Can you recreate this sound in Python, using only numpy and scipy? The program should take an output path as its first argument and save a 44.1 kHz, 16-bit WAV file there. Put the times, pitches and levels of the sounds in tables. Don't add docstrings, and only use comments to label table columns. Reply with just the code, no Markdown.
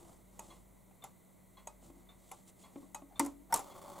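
import sys
import numpy as np
from scipy import signal
from scipy.fft import rfft, irfft, next_fast_len
from scipy.io import wavfile
from scipy.ndimage import map_coordinates

SR = 44100
rng = np.random.default_rng(int(sys.argv[2]) if len(sys.argv) > 2 else 0)


def dump(signal):
    limited = np.clip(np.atleast_2d(signal).T, -1, 1)
    pcm = np.round(limited * 32767).astype(np.int16)
    wavfile.write(sys.argv[1], SR, pcm)


N = 176400

# pitch_hz [Hz], likeness [left-right correlation, 0 to 1]
NEAR_LIKENESS = [(200, 0.51), (1000, 0.99), (7000, 1), (9500, 0.68), (12000, 0), (15000, .1)]
# pitch_hz [Hz], level_db [dB]
CASE_WASH = [(150, -2), (550, 6), (1100, 11), (1650, -6), (2150, -8.5), (3000, -7.5), (5000, -9),
             (7300, -0.5), (10000, -10), (15000, -34)]
# pitch_hz [Hz], level_db [dB], t60_s [s]
DIAL_MODES = [(130, -19, 0.17), (259.3, -6.5, 0.18), (281.3, 3.5, 0.25), (327.4, -1.5, 0.25),
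              (414, -23, 0.5), (559, -10.5, 0.27), (700, -27.5, 0.46), (1090, -11, 0.13)]


def amp(db):
    return 10 ** (np.asarray(db) / 20)


def unit(x):
    return x / np.sqrt(np.mean(x ** 2) + 1e-20)


def along(points, hz):
    f, value = np.transpose(points)
    return np.interp(np.log(hz + 1), np.log(f + 1), value)


def seconds(size):
    return np.arange(size) / SR


def swell(t, peak_s, half_s):
    return np.exp(-.5 * ((t - peak_s) / half_s) ** 2)


def filtered(x, response):
    size = x.shape[-1]
    padded = next_fast_len(size + 8192)
    spectrum = rfft(x, padded) * response(np.fft.rfftfreq(padded, 1 / SR))
    return irfft(spectrum, padded)[..., :size]


def noise(colour, likeness, size=N):
    def mid_side_gains(hz):
        turn = np.arccos(np.clip(along(likeness, hz), -1, 1)) / 2
        return amp(along(colour, hz)) * [np.cos(turn), np.sin(turn)]

    mid, side = filtered(rng.standard_normal((2, size)), mid_side_gains)
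    return unit(np.array([mid + side, mid - side]))


def burst(colour, likeness, attack, hold, t60):
    t = seconds(SR // 2)
    rise = np.minimum(t / attack, 1)
    fall = amp(-60 * np.maximum(t - hold, 0) / t60)
    return noise(colour, likeness, size=len(t)) * rise * fall


def ring(modes, attack, scatter_db=1):
    # pitch_hz [Hz], lead_rad [rad]
    left_lead = [(100, 0.92), (500, 0.0025), (1000, 0.32), (2000, 0.69), (6500, 0.16), (9000, 0.71),
                 (11000, 2.3), (15000, 1.2)]
    t, out = seconds(SR // 2), 0
    for hz, db, t60 in modes:
        phase = 0.13 * rng.standard_normal() + along(left_lead, hz) * np.array([[.5], [-.5]])
        decay = amp(db + scatter_db * rng.standard_normal() - 60 * t / t60)
        out = out + decay * np.sin(2 * np.pi * hz * t + phase)
    return out * (1 - np.exp(-t / attack))


def add(track, s, sound):
    part = track[:, round(s * SR):][:, :sound.shape[1]]
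    part += sound[:, :part.shape[1]]


def in_room(sound):
    # pitch_hz [Hz], t60_s [s]
    room_decay = [(200, 0.92), (1000, 0.21), (3000, 0.32), (8000, 0.22), (15000, 0.45)]
    # pitch_hz [Hz], send_db [dB]
    room_send = [(200, -18), (350, -16.5), (600, -12.5), (1000, -16), (3000, -20.5), (8000, -26.5),
                 (15000, -16.5)]
    hz, t, cells = signal.stft(rng.standard_normal((2, SR // 2)), SR, nperseg=256)
    decay = amp(-60 * t / along(room_decay, hz)[:, None])
    build_up = np.minimum(t / 0.024, 1)
    tail = signal.istft(cells * decay * build_up, SR, nperseg=256)[1]
    tail = filtered(tail / np.linalg.norm(tail[0]), lambda f: amp(along(room_send, f)))
    return sound + signal.fftconvolve(sound, tail, axes=1)[:, :sound.shape[1]]


def escapement():
    # start_s [s], ring_db [dB], click_db [dB]
    beats = [(.392, -44, -40.5), (1.039, -47, -40.5), (1.6715, -41.5, -42.5), (2.314, -44, -40.5),
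             (2.9455, -38, -37.5), (3.591, -40.5, -40)]
    # pitch_hz [Hz], level_db [dB], t60_s [s]
    tick_modes = [(590, -15, 0.17), (805, -2.5, 0.039), (856, -6, 0.14), (918, 3, 0.048), (1262, -25, 0.34),
                  (1956, -4.5, 0.023), (2528, -18.5, 0.14), (3920, -19.5, 0.08), (6560, 12.5, 0.016),
                  (6900, -3, 0.047), (7730, 7.5, 0.019), (8150, -6.5, 0.064), (10850, 2, 0.026),
                  (11600, -12, 0.041)]
    tock_modes = [(580, -15, 0.21), (781, 3.5, 0.08), (875, -3.5, .11), (985, 9, 0.022),
                  (1165, -19.5, 0.28), (1340, -8.5, 0.087), (2080, -10, 0.069), (3500, -17, 0.075),
                  (7250, 2.5, 0.042), (6750, -64, .06), (7900, -23.5, 0.067), (10160, 2.5, 0.05),
                  (10280, -13, 0.027), (11700, -57, .05)]
    # pitch_hz [Hz], level_db [dB]
    click_colour = [(200, -10), (700, 18), (1200, -23), (1650, -19), (2200, 1), (5200, -15.5), (7000, 5),
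                    (9000, -12), (11000, 6.5), (16000, -20)]
    out = np.zeros((2, N))
    for k, (start_s, ring_db, click_db) in enumerate(beats):
        click = burst(click_colour, NEAR_LIKENESS, attack=0.003, hold=0.003, t60=0.014)
        wash = amp(-12.5) * burst(CASE_WASH, NEAR_LIKENESS, attack=0.006, hold=0.0013, t60=0.18)
        pallet = ring((tick_modes, tock_modes)[k % 2], attack=0.0033)
        add(out, start_s, in_room(amp(ring_db) * pallet + amp(click_db) * (click + wash)))
    return out


def works():
    # start_s [s], click_db [dB], contact_s [s],
    # knock_db [dB], dial_db [dB], lever_db [dB], spring_db [dB]
    clacks = [(3.1951, -25.5, 0.0022, -26, -28.5, -49, -67), (3.2484, -45.5, 0.0018, -49, -65, -49, -80),
              (3.262, -41, 0.00067, -47, -48, -59, -62), (3.5244, -40, 0.0023, -35, -78, -20.5, -34),
              (3.5407, -22, 0.0013, -40, -51, -42, -42), (3.56, -35.5, 0.0023, -68, -81, -50, -67),
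              (3.574, -40, .0015, -57, -68, -65, -72)]
    # pitch_hz [Hz], level_db [dB], t60_s [s]
    lever_modes = [(574, -16.5, 0.039), (781, -12, 0.071), (913, 1.5, 0.075), (1050, -21, .05),
                   (1133, -7, 0.03), (1433, 1.5, 0.019), (1910, -6, 0.022), (2135, -8.5, 0.028),
                   (3500, -22.5, 0.047)]
    spring_modes = [(5520, -1.5, 0.056), (7940, -19, .05), (10600, 2, 0.046), (15000, 0, .03)]
    # pitch_hz [Hz], level_db [dB]
    click_colour = [(300, -16), (1000, 1.5), (2900, -18), (4300, -9.5), (5000, -5.5), (7000, 2), (9700, 5),
                    (12000, 1.5), (16000, -18)]
    knock_colour = [(80, -23), (200, -4.5), (400, -16.5), (700, 1.5), (1000, 7.5), (1250, -17), (1420, -2),
                    (1650, -27), (2050, -2.5), (2600, -20.5), (5000, -21), (12000, -36)]
    grip_s = 0.12
    out = np.zeros((2, N))
    choke = 1 / np.sqrt(1 + (seconds(SR // 2) / grip_s) ** 6)
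    for start_s, click_db, contact_s, knock_db, dial_db, lever_db, spring_db in clacks:
        click = burst(click_colour, NEAR_LIKENESS, attack=0.00018, hold=contact_s, t60=0.006)
        click += amp(-6.5) * burst(click_colour, NEAR_LIKENESS, attack=0.00076, hold=0.0046, t60=0.024)
        click += amp(-14) * burst(CASE_WASH, NEAR_LIKENESS, attack=0.0055, hold=0.0038, t60=0.23)
        knock = burst(knock_colour, [(1000, 0.96)], attack=0.0037, hold=0.0056, t60=0.055)
        thump = amp(dial_db) * choke * ring(DIAL_MODES, attack=0.008)
        lever = amp(lever_db) * ring(lever_modes, attack=0.0031)
        spring = amp(spring_db) * ring(spring_modes, attack=0.0015)
        add(out, start_s, in_room(amp(click_db) * click + amp(knock_db) * knock + thump + lever + spring))
    return out


def fingers():
    # start_s [s], dial_db [dB], tap_db [dB]
    touches = [(0.021, -71, -68), (0.092, -67, -60), (0.911, -81, -62.5), (1.824, -68, -62),
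               (1.901, -55.5, -63), (1.965, -62.5, -72), (2.758, -43.5, -50), (2.828, -51.5, -66),
               (3.020, -50, -54)]
    # peak_s [s], half_s [s], level_db [dB]
    creaks = [(3.131, 0.023, -61.5), (3.51, 0.0064, -46.5)]
    # pitch_hz [Hz], level_db [dB]
    tap_colour = [(150, -1), (450, -5.5), (780, 3.5), (1100, -5), (1650, -21), (2200, -12), (5000, -32),
                  (12000, -39)]
    creak_colour = [(300, -21), (650, -15), (790, 3), (950, -16), (1600, -29), (5000, -42)]
    damping_db_per_s = 123
    out, t = np.zeros((2, N)), seconds(N)
    damping = amp(-damping_db_per_s * seconds(SR // 2))
    for start_s, dial_db, tap_db in touches:
        tap = burst(tap_colour, [(1000, 1.0)], attack=0.00086, hold=0.0033, t60=0.029)
        thump = amp(dial_db) * damping * ring(DIAL_MODES, attack=0.0043)
        add(out, start_s, in_room(thump + amp(tap_db) * tap))
    strain = sum(amp(db) * swell(t, peak_s, half_s) for peak_s, half_s, db in creaks)
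    return out + strain * noise(creak_colour, NEAR_LIKENESS)


def rubbing():
    # time_s [s], level_db [dB]
    grind_course = [(3.51, -57), (3.53, -52.5), (3.61, -61), (3.68, -55), (3.756, -55), (3.761, -50.5),
                    (3.83, -54.5), (3.87, -53), (3.93, -51), (4.0, -50.5)]
    # pitch_hz [Hz], level_db [dB]
    grind_colour = [(120, -9), (280, -6.5), (380, -0.5), (460, -17), (570, 4.5), (690, -7), (860, 1),
                    (980, -5), (1090, 0), (1300, -11.5), (1680, -25), (2150, -19), (2700, -34), (3450, -17),
                    (3900, -27.5), (4450, -20.5), (5040, -29), (7400, -21.5), (13000, -25)]
    hiss_colour = [(1000, -9), (5000, -5), (7300, 0), (13500, -10), (15500, 2), (16200, -25)]
    slips_per_s, slip_spread_db, hiss_db = 220, 1, -69.5
    t, start_s = seconds(N), grind_course[0][0]
    slips = (rng.random(N) < slips_per_s / SR) * amp(slip_spread_db * rng.standard_normal(N))
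    slip_decay = amp(-60 * seconds(SR // 20) / 0.024)
    jerks = unit(signal.fftconvolve(slips, slip_decay)[:N])
    grind_level = amp(np.interp(t, *np.transpose(grind_course)))
    grind = grind_level * unit((1 + jerks) * noise(grind_colour, NEAR_LIKENESS))
    hiss_level = amp(hiss_db) * np.clip((t - start_s) / 0.094, 0, 1)
    hiss = hiss_level * unit((.5 + jerks) * noise(hiss_colour, NEAR_LIKENESS))
    return (grind + hiss) * (t > start_s)


def far_clock():
    # start_s [s], level_db [dB]
    beats = [(.503, -60), (1.021, -59), (1.570, -61), (2.089, -60.5), (2.637, -62), (3.157, -58),
             (3.708, -61.5)]
    # pitch_hz [Hz], level_db [dB], t60_s [s]
    tick_modes = [(1043, 2.5, .2), (1130, -2, 0.21), (2110, -2, 0.15), (3350, 0.5, 0.17), (4130, -1, 0.067),
                  (6300, -10, 0.11)]
    tock_modes = [(1148, -6, 0.35), (2310, -13, 0.24), (3574, 4, 0.13), (3770, -13.5, 0.27)]
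    # pitch_hz [Hz], level_db [dB]
    wash_colour = [(500, -3), (1080, 0.5), (1650, -14.5), (2150, -10), (2900, -12), (3500, -17),
                   (4200, -10.5), (5000, -26.5), (7000, -18), (14000, -28)]
    out = np.zeros((2, N))
    for k, (start_s, db) in enumerate(beats):
        wash = burst(wash_colour, [(1000, 1.0)], attack=0.0034, hold=0.024, t60=0.2)
        wash_gain = amp((-1, -5)[k % 2])
        beat = ring((tick_modes, tock_modes)[k % 2], attack=.001)
        add(out, start_s, amp(db) * (beat + wash_gain * wash))
    return out


def rustles():
    # peak_s [s], half_s [s], body_db [dB], hiss_db [dB]
    swells = [(0.003, 0.017, -65, -72.5), (.09, 0.067, -59.5, -68), (0.472, 0.092, -60.5, -66),
              (1.851, .022, -65, -65.5), (1.889, 0.02, -62.5, -73), (1.999, 0.055, -66, -77),
              (2.32, 0.078, -68.5, -67), (2.489, 0.014, -66, -63), (2.619, 0.026, -72, -65),
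              (2.788, 0.095, -63.5, -72.5)]
    # pitch_hz [Hz], level_db [dB]
    body_colour = [(100, 0.5), (240, 5), (283, 1), (305, -10.5), (333, 11), (380, -3.5), (700, -1.5),
                   (1100, -6.5), (1700, -23.5), (5000, -46.5)]
    hiss_colour = [(1000, -26.5), (3500, -3), (5200, -7.5), (7500, 2), (11000, -4.5), (16000, -17)]
    grain_db, grain_s = 2, .006
    t, out = seconds(N), 0
    body = noise(body_colour, [(500, 0.53)])
    hiss = noise(hiss_colour, NEAR_LIKENESS)
    for peak_s, half_s, body_db, hiss_db in swells:
        out = out + swell(t, peak_s, half_s) * (amp(body_db) * body + amp(hiss_db) * hiss)
    grain = map_coordinates(rng.standard_normal(N // 20), [t / grain_s], mode="wrap")
    return out * unit(amp(grain_db * grain))


def background():
    # pitch_hz [Hz], level_db [dB]
    air_colour = [(20, -7), (50, -5.5), (100, 3.5), (200, -0.5), (300, -2.5), (500, -8), (640, -3.5),
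                  (770, -12), (960, -9.5), (1500, -22), (1780, -25.5), (2000, -13), (2600, -28.5),
                  (4000, -24), (5100, -34), (6300, -24), (8000, -18.5), (9500, -20), (15600, -20.5),
                  (16200, -49)]
    # pitch_hz [Hz], likeness [left-right correlation, 0 to 1]
    air_likeness = [(60, 0.16), (200, 0.13), (700, 0.22), (2000, 0.96), (7000, 1), (9500, 0.3),
                    (15000, 0.086)]
    air_db, drone_hz, drone_db = -64, 187.6, -68.5
    hum_hz, hum_db, beat_hz, crest_s, beat_depth = 48.5, -67.5, 0.72, 0.49, 0.88
    t = seconds(N)
    beating = 1 + beat_depth * np.cos(2 * np.pi * beat_hz * (t - crest_s))
    hum = amp(hum_db) * beating * np.sin(2 * np.pi * hum_hz * t)
    narrow_band = lambda hz: 1 / (1 + ((hz - drone_hz) / 7) ** 2)
    waver = unit(filtered(rng.standard_normal((2, N)), narrow_band))
    drone = unit(np.sin(2 * np.pi * drone_hz * t) + .5 * waver)
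    return amp(air_db) * noise(air_colour, air_likeness) + hum + amp(drone_db) * drone


def scene():
    # pitch_hz [Hz], left_minus_right_db [dB]
    balance = [(100, 2), (280, 2.5), (600, 0.1), (5000, -0.5), (8500, 0.5), (12500, 2), (16000, 1)]
    near = escapement() + works() + fingers() + rubbing()
    near = filtered(near, lambda hz: amp(along(balance, hz) * np.array([[.5], [-.5]])))
    return near + far_clock() + rustles() + background()


def record(dry):
    top_hz = 16450
    return filtered(dry, lambda hz: np.clip((top_hz - hz) / 300 + .5, 0, 1))


dry = scene()
out = record(dry)
dump(out)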